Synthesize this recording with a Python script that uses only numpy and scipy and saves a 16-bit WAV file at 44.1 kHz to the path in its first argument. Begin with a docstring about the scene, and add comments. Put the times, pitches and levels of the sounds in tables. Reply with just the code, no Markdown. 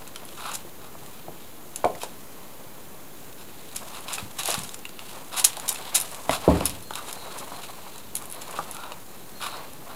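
"""Sharp claw snaps and a soft rustle come first: two kittens wrestle on newspaper in a shallow tray
in a small soft room. Friction of fur and paws drives the tray floor; claws scatter litter and crackle
the paper in brief impulses. Bodies bump the rim and once drop heavily in, exciting the tray's damped
modes. A faint wheeze and thin squeaks come late. The camera adds hiss, a high whine and a small offset."""
import sys
import numpy as np
from scipy import signal
from scipy.fft import rfft, irfft, next_fast_len
from scipy.io import wavfile
from scipy.ndimage import map_coordinates

SR = 44100
rng = np.random.default_rng(int(sys.argv[2]) if len(sys.argv) > 2 else 0)


def unload_audio(sound):
    """Save the sound as a 16-bit wav file, at the path given as the first command line argument."""
    columns = np.transpose(np.atleast_2d(sound))
    # keep every value between -1 and 1, then stretch to whole-number steps
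    steps = np.round(np.clip(columns, -1, 1) * 32767)
    wavfile.write(sys.argv[1], SR, steps.astype(np.int16))


N = 438794

# Noise spectra. Each row: frequency in Hz, relative spectral density in dB.
HISS_SPECTRUM = [(20, -9.5), (60, -5.5), (150, 0), (400, -2), (1000, -10.5), (2500, -17.5), (5500, -21.5),
                 (7000, -16.5), (8500, -22), (10300, -16.5), (11000, -16), (11700, -11), (12400, -22),
                 (16000, -25.5)]
WHEEZE_SPECTRUM = [(3300, -30), (3750, -11), (4050, 0.1), (4400, -4), (4900, -27)]
FUR_SPECTRUM = [(150, -43), (350, -8.5), (650, 0), (800, 0), (1070, 1), (1400, -7.5), (1850, -12),
                (2300, -12), (3300, -21), (4000, -42), (4700, -21), (7000, -45)]  # the tray floor rubbed by fur
GRIT_SPECTRUM = [(800, -5.5), (1900, -8.5), (2600, -3), (3200, -3.5), (4000, -2.5), (5700, -7.5),
                 (7200, -4), (9000, -5), (10500, -7), (11900, -8), (13500, -18), (15800, -26.5)]
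RASP_SPECTRUM = [(300, -31), (750, -3.5), (950, 1.5), (1150, 4.5), (1450, 0.5), (1800, -23), (3000, -55)]  # the hollow tray under a paw
PAPER_SPECTRUM = [(3000, -70), (7000, -23), (8800, -2), (10400, -1.5), (12000, -5), (15800, -20)]
# Reverberation of the room. Each row: frequency in Hz, time to fall 60 dB in seconds.
ROOM_DECAY = [(100, 0.71), (1000, 0.23), (4000, 0.12), (12000, 0.12)]
# Air resonances between the tray's walls. Each row: centre in Hz, bandwidth in Hz, gain in dB.
AIR_MODES = [(1370, 220, -1), (2630, 310, -6), (3800, 147, 1), (5210, 105, 4), (7000, 360, -2),
             (10520, 790, -1)]
# Modes of tray and floor. Each row: frequency in Hz, level in dB, base time to fall 60 dB in seconds.
TRAY_MODES = [(80.5, -4, 0.21), (110, -5.5, 0.24), (165.3, 0, 0.16), (217, -5.5, 0.13), (274.4, 1, 0.14),
              (365.4, -3.5, 0.13), (449, 2.5, 0.056), (528, -5, 0.13), (646, -2, 0.084), (727, 1, 0.053),
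              (859, 0.5, 0.077), (970, 0.5, 0.066), (1150, 4, 0.036), (1324, -7, 0.037), (1660, -37, 0.043)]
# Course of the wheeze. Each row: time in seconds, level in dB.
WHEEZE_LEVELS = [(0, -84), (6.7, -74), (6.9, -66), (7.251, -57), (7.7, -59), (7.85, -60), (8.3, -64.5),
                 (8.75, -57), (9.03, -78), (9.2, -55), (9.31, -65), (9.55, -52), (9.8, -68), (9.95, -60)]
# Thin squeaks. Each row: start in seconds, length in seconds, pitch in Hz, level in dB.
SQUEAK_NOTES = [(6.815, 0.13, 4250, -52), (7.17, .089, 4280, -52), (7.2, 0.11, 3890, -49),
                (7.54, .054, 4200, -52), (7.93, 0.066, 3960, -55), (8.69, 0.039, 4180, -73),
                (9.17, .086, 3880, -62), (9.35, 0.055, 4250, -51), (9.517, .04, 3820, -49)]
# Shuffling of the two bodies. Each row: time in seconds, fur level in dB, rustle level in dB.
SHUFFLE_LEVELS = [(0, -51, -56.5), (0.25, -58.5, -58), (0.5, -45.5, -47), (0.72, -57, -64.5),
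                  (1.0, -53, -57.5), (1.6, -57, -61), (1.92, -51.5, -56), (2.8, -54.5, -61),
                  (3.6, -60, -56.5), (3.9, -43, -47), (4.33, -51, -56), (4.5, -35.5, -38.5),
                  (4.9, -56, -63.5), (5.1, -46.5, -47.5), (5.25, -47, -54.5), (5.7, -41.5, -50.5),
                  (6.4, -42.5, -48.5), (6.55, -31.5, -42), (6.82, -53, -56.5), (7.05, -43.5, -50.5),
                  (7.55, -42.5, -49.5), (8.05, -51, -56.5), (8.6, -43.5, -51), (8.9, -46, -55),
                  (9.05, -56, -57), (9.37, -53, -58), (9.57, -39, -52), (9.77, -55, -57.5),
                  (9.95, -43, -54)]
# Paws raking grit. Each row: start in seconds, length in seconds, level in dB, brightness in dB.
PAW_STROKES = [(0.365, .2, -41.5, -7), (0.534, 0.028, -41, 13), (.787, 0.11, -54.5, -8),
               (2.002, 0.054, -41.5, 1), (3.372, 0.065, -49, -2), (3.759, 0.01, -37.5, 8),
               (3.922, .081, -44, -3), (4.075, 0.063, -37.5, -4.5), (4.123, 0.047, -37.5, 5),
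               (4.176, 0.034, -38.5, -5.5), (4.382, .037, -32.5, 1), (4.472, 0.047, -34.5, 1),
               (4.533, 0.032, -41.5, -11), (5.31, 0.094, -39, -4), (5.363, 0.061, -31, 4),
               (5.442, 0.016, -20.5, 11.5), (5.677, 0.03, -33, 9), (5.944, 0.045, -28, 7.5),
               (6.303, 0.067, -29.5, -2.5), (6.654, 0.016, -29.5, 7.5), (6.945, .06, -42.5, -8),
               (7.062, 0.05, -41.5, -0.5), (7.298, 0.03, -53, -11), (7.37, 0.044, -46, 5),
               (7.628, 0.023, -37, -2), (8.411, 0.018, -40, 7), (8.551, 0.043, -39.5, -5),
               (8.724, 0.18, -50.5, -10.5), (9.398, 0.091, -34.5, -5.5), (9.51, 0.069, -47, -8.5),
               (9.883, .06, -52, -9)]
# Clear claw and paper snaps. Each row: start in seconds, level in dB, ping frequency in Hz.
CLAW_SNAPS = [(0.076, -27, 7900), (0.159, -18, 3010), (0.2517, -29, 10300), (.289, -29.5, 3470),
              (0.516, -24, 6940), (1.7594, -15, 8700), (1.846, -17, 2260), (1.951, -30, 2010),
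              (2.017, -25.5, 2500), (2.033, -21, 8400), (4.007, -29, 10700), (4.0824, -22, 2520),
              (4.132, -16, 8650), (4.182, -18.5, 2540), (4.391, -18, 6400), (4.4333, -16, 7000),
              (4.456, -9.5, 8700), (4.476, -14, 10300), (4.504, -11.5, 9600), (4.5228, -16, 6960),
              (4.5418, -10, 4400), (4.591, -22, 11500), (4.6344, -22, 9370), (4.692, -23.5, 6850),
              (4.7432, -21, 7100), (4.7905, -32, 8500), (4.8531, -20.5, 2780), (4.892, -29.5, 4800),
              (4.992, -23, 2820), (5.3956, -11.5, 10100), (5.4484, 0, 10600), (5.5684, -18.5, 4060),
              (5.598, -19.5, 7200), (5.69, -3.5, 9400), (5.7264, -18, 10700), (5.7456, -22, 8690),
              (5.758, -21.5, 2600), (5.8245, -32, 9150), (5.951, -5, 8800), (5.957, -2, 9280),
              (6.0008, -12.5, 10800), (6.0117, -11, 11300), (6.0196, -18, 11200), (6.1145, -27, 9600),
              (6.1458, -23.5, 7100), (6.2942, -13, 2020), (6.6072, -18.5, 2940), (6.655, -5, 10100),
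              (6.695, -17, 10200), (6.8247, -28, 9800), (6.9066, -26, 3160), (6.936, -25, 3500),
              (6.9544, -14, 6700), (7.1114, -22, 3570), (7.1282, -19.5, 8400), (7.387, -24, 8700),
              (7.9586, -30, 3970), (7.9805, -27, 9400), (8.1528, -10, 10100), (8.1618, -22, 10200),
              (8.1666, -16.5, 10600), (8.2225, -26, 9150), (8.2552, -23.5, 10900), (8.3, -26, 10600),
              (8.3134, -24, 10700), (8.3243, -21, 11500), (8.3474, -27, 10500), (8.5096, -26, 9500),
              (8.5269, -27.5, 2650), (8.711, -20, 10100), (8.747, -24, 9900), (8.9198, -24, 2910),
              (9.7338, -32, 10600)]
# Coarse grit in a snap. Each row: ping frequency in Hz, share of the spray's power in dB.
COARSE_SHARE = [(2500, -0.66), (7000, -5), (9300, -14.5), (11000, -15)]
# Paper in a snap. Each row: ping frequency in Hz, share of the remaining power from 0 to 1.
PAPER_SHARE = [(8500, 0.09), (10500, 0.78)]
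# Bodies striking the tray. Each row: start in seconds, level in dB, most strongly driven pitch in Hz,
# drive of the deep modes in dB, factor on the decay times.
BODY_BUMPS = [(.649, -31.5, 456, -12, 0.36), (.953, -29.5, 950, -22, .3), (1.283, -23.5, 527, -11.5, 0.41),
              (1.8427, -7, 806, -19, 0.25), (1.854, -7, 590, -18, 0.26), (1.865, -35, 795, -28, 0.31),
              (2.034, -19, 725, -20.5, 0.39), (4.083, -26, 1120, -14, 0.36),
              (4.225, -28.5, 128, -20, 0.086), (4.487, -18, 690, -28, 0.43), (4.578, -25, 133, -34, 0.088),
              (5.574, -25.5, 730, -24, 0.45), (6.294, -7, 750, -11.5, 0.33), (6.4784, -1.5, 480, -9, 0.32),
              (6.483, -5, 614, 0, 1.16), (6.61, -16, 760, -10, 0.28), (6.908, -21.5, 1080, -15, 0.27),
              (7.404, -33, 410, -9, 0.23), (7.519, -24.5, 930, -14, 0.47), (8.589, -14.5, 1110, -21, 0.66),
              (8.92, -23.5, 870, -28, 0.21)]


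def amp(db):
    """Amplitude grows tenfold for every 20 dB."""
    return 10 ** (np.asarray(db) / 20)


def along(points, hz):
    """Interpolation of (Hz, value) points on a logarithmic frequency axis."""
    knots_hz, values = np.transpose(points)
    return np.interp(np.log(hz + 1), np.log(knots_hz + 1), values)


def wobble(rate):
    """Smooth random modulation: a spline through `rate` Gaussian knots a second."""
    return map_coordinates(rng.standard_normal(int(N * rate / SR) + 4), [np.arange(N) * rate / SR])


def coloured(x, spectrum):
    """A minimum-phase filter imposes a spectrum causally; white noise keeps its power."""
    size = 8192
    gain = amp(along(spectrum, np.fft.rfftfreq(size, 1 / SR)))
    cepstrum = irfft(np.log(gain + 1e-6))
    cepstrum[1:size // 2] *= 2
    cepstrum[size // 2 + 1:] = 0
    pulse = irfft(np.exp(rfft(cepstrum)))
    return signal.fftconvolve(x, pulse / np.linalg.norm(pulse))[:len(x)]


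def grains(spread_db, clump_db, clump_rate):
    """Granular noise of unit power: dense tiny contacts come in clumps, a few far above the rest."""
    sizes = amp(spread_db * rng.exponential(size=N) + clump_db * wobble(clump_rate))
    contacts = sizes * rng.standard_normal(N)
    return contacts / np.sqrt(np.mean(contacts ** 2) + 1e-20)


def grit(coarse, fine):
    """Grain size sets the band: coarse contacts sound mainly under 5 kHz, fine ones above."""
    low = [(200, -39.5)] + [row for row in GRIT_SPECTRUM if row[0] < 5000] + [(6500, -26)]
    high = [(1000, -80), (3500, -20)] + [row for row in GRIT_SPECTRUM if row[0] > 5000]
    return coloured(coarse, low) + coloured(fine, high)


def contours(table):
    """Linear interpolation in time gives each level column one value in dB per sample."""
    times, *columns = np.transpose(table)
    return [np.interp(np.arange(N) / SR, times, db) for db in columns]


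def room(x):
    """Reverberation decays faster in the treble; each quarter second has a new pattern of echoes."""
    out, hop, delay_samples = np.zeros(N + 2 * SR), SR // 4, 130
    for start in range(0, N, hop):
        hz, t, noise = signal.stft(rng.standard_normal(SR // 2), SR, nperseg=256)
        decay = amp(-60 * t / along(ROOM_DECAY, hz)[:, None])
        tail = signal.istft(noise * decay, SR, nperseg=256)[1]
        wet = signal.fftconvolve(x[start:start + hop], tail / np.linalg.norm(tail))
        out[start + delay_samples:][:len(wet)] += wet
    return out[:N]


def tray_cavity(direct):
    """Cavity resonance: the air in the tray adds a brief ring to the direct sound."""
    rings = sum(amp(db) * signal.lfilter(*signal.iirpeak(hz, hz / width_hz, SR), direct)
                for hz, width_hz, db in AIR_MODES)
    return amp(-2.5) * (direct + rings)


def wheeze():
    """Narrow-band noise near 4 kHz comes and goes by amplitude modulation."""
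    level_db = contours(WHEEZE_LEVELS)[0] + 4.3 * wobble(11)
    band = [(20, -90)] + WHEEZE_SPECTRUM + [(16000, -90)]
    return amp(level_db) * coloured(rng.standard_normal(N), band)


def squeaks():
    """Faint tones near 4 kHz waver by random modulation of frequency and amplitude."""
    out = np.zeros(N)
    jitter_hz = 18 * wobble(120) + 12 * wobble(7.3)
    for start, length, hz, db in SQUEAK_NOTES:
        arch = np.sin(np.linspace(0, np.pi, round(length * SR)))
        phase = 2 * np.pi * np.cumsum(hz + jitter_hz[round(start * SR):][:len(arch)]) / SR
        out[round(start * SR):][:len(arch)] += amp(db + 0.5) * arch ** 0.19 * np.sin(phase)
    return out * amp(1.5 * wobble(40))


def rubbing(crackle, trickle_db=-22, trickle_s=0.027):
    """Friction of fur drives the tray floor; grit and paper rustle, and litter trickles after a crackle."""
    fur_db, rustle_db = contours(SHUFFLE_LEVELS)
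    pole = np.exp(-1 / (trickle_s * SR))
    trickle = amp(trickle_db) * np.sqrt(signal.lfilter([1 - pole], [1, -pole], crackle ** 2))
    coarse = amp(rustle_db + 2.1 * wobble(8.3)) + trickle
    fine = amp(rustle_db + 1.5 * wobble(7)) + trickle
    rustle = grains(spread_db=2.5, clump_db=2.5, clump_rate=150)
    drag = amp(fur_db + 1.05 * wobble(6))
    fur = drag * coloured(grains(spread_db=2, clump_db=3.5, clump_rate=46), FUR_SPECTRUM)
    return fur + grit(coarse * rustle, fine * rustle)


def ticks(slot_s=0.01, base_per_s=14, above_rustle_db=13, spread_db=3.5):
    """A random point process gives rows of small snaps, denser and louder as the rustle grows."""
    timing, chance, size, pitch = rng.random((int(N / SR / slot_s), 4)).T
    starts = (np.arange(len(timing)) + timing) * slot_s
    rustle_db = contours(SHUFFLE_LEVELS)[1][(starts * SR).astype(int)]
    occurs = chance < base_per_s * slot_s * amp(rustle_db + 50)  # base rate at a -50 dB rustle
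    db = rustle_db + above_rustle_db - spread_db * np.log(size + 0.039)
    ping_hz = 2500 * 3.4 ** pitch
    return list(zip(starts[occurs], db[occurs], ping_hz[occurs]))


def paw_strokes():
    """Scraping friction: a paw rakes grit; a duller stroke presses deeper and sounds the tray more."""
    envelopes = np.zeros((3, N + SR))
    for start, length, db, bright_db in PAW_STROKES:
        swell = np.abs(np.sin(np.linspace(0, np.pi, round(length * SR)))) ** 0.7
        hollow_db = -4.5 - 1.22 * bright_db
        gains = amp(db + np.array([hollow_db, 0, bright_db]))
        envelopes[:, round(start * SR):][:, :len(swell)] += gains[:, None] * swell
    hollow, coarse, fine = envelopes[:, :N] * grains(spread_db=3, clump_db=3, clump_rate=250)
    return coloured(hollow, RASP_SPECTRUM) + grit(coarse, fine)


def claw_snaps(ping_cycles=43):
    """Impulsive excitation: a damped ping and a spray of grit or paper noise, longer when stronger."""
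    t = np.arange(SR // 8) / SR
    sprays, pings = np.zeros((3, N + SR)), np.zeros(N + SR)
    for start, db, hz in CLAW_SNAPS + ticks():
        rise_s, t60 = 0.00022 + 0.00084 * amp(db), 0.011 + 0.0046 * amp(db)
        rise = 1 - np.exp(-t / rise_s)
        envelope = amp(db - 2.5 - 60 * t / t60) * rise
        # Low pings are claws on coarse grit, high ones paper.
        coarse_share = min(amp(2 * along(COARSE_SHARE, hz)), 1)
        paper_share = np.clip(along(PAPER_SHARE, hz), 0, 1)
        rest = 1 - coarse_share
        gains = np.sqrt([coarse_share, rest * (1 - paper_share), rest * paper_share])
        sprays[:, round(start * SR):][:, :len(t)] += gains[:, None] * envelope
        ping_db = db - 5.5 - 60 * t * hz / ping_cycles
        pings[round(start * SR):][:len(t)] += amp(ping_db) * rise * np.sin(2 * np.pi * hz * t)
    coarse, fine, paper = sprays[:, :N] * rng.standard_normal((3, N))
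    return grit(coarse, fine) + coloured(paper, PAPER_SPECTRUM) + pings[:N]


def body_bumps():
    """Modal vibration: a blow rings the tray near its own pitch; a heavy one drives deep modes too."""
    out, t = np.zeros(N + SR), np.arange(SR // 2) / SR
    hz, mode_db, t60 = np.transpose(TRAY_MODES)[:, :, None]
    for start, db, pitch_hz, deep_db, stretch in BODY_BUMPS:
        scatter = rng.standard_normal((len(TRAY_MODES), 2))
        near_drive = np.exp(-(np.log(hz / pitch_hz) / 0.37) ** 2)
        deep_drive = amp(deep_db * np.where(hz < 120, 2, 1)) * (hz < 400)  # the floor lies under 120 Hz
        rise = (1 - np.exp(-t * pitch_hz * 1.5)) ** 2
        tones = np.sin(2 * np.pi * hz * (1 + 0.027 * scatter[:, :1]) * t)
        decays = amp(mode_db + 2 * scatter[:, 1:] - 60 * t / (t60 * max(stretch, 0.1)))
        ring = rise * np.sum((near_drive + deep_drive) * decays * tones, axis=0)
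        ring *= 1 + 1.5 * np.exp(-t * pitch_hz / 2.5)  # the blow itself stands above the ringing
        out[round(start * SR):][:len(t)] += amp(db) * ring / np.abs(ring).max()
    return out[:N]


def scene():
    """Superposition of all sources in one channel; knocks and crackle also excite the room."""
    knocks = body_bumps()
    crackle = tray_cavity(claw_snaps() + paw_strokes())
    echoes = room(amp(-9.5) * knocks + amp(-8) * crackle)
    return (knocks + crackle + echoes + rubbing(crackle) + squeaks() + wheeze())[None]


def record(dry):
    """Transduction: the camera cuts deep bass, adds hiss, whine and offset, saturates and band-limits."""
    hiss_db, whine_db, whine_hz, top_hz, offset = -46.5, -52, 14946.8, 15800, -0.0097
    hiss = amp(hiss_db + 0.25 * wobble(1.92)) * coloured(rng.standard_normal(N), HISS_SPECTRUM)
    whine = amp(whine_db + 0.5 * wobble(5)) * np.sin(2 * np.pi * whine_hz * np.arange(N) / SR)
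    heard = signal.sosfilt(signal.butter(4, 66, "high", fs=SR, output="sos"), dry)
    mix = heard + hiss + whine
    limited = mix / (1 + np.abs(mix / 0.9) ** 6) ** (1 / 6)
    size = next_fast_len(N + 8192)
    passband = np.fft.rfftfreq(size, 1 / SR) < top_hz
    return irfft(rfft(limited, size) * passband, size)[:, :N] + offset


dry = scene()
out = record(dry)
unload_audio(out)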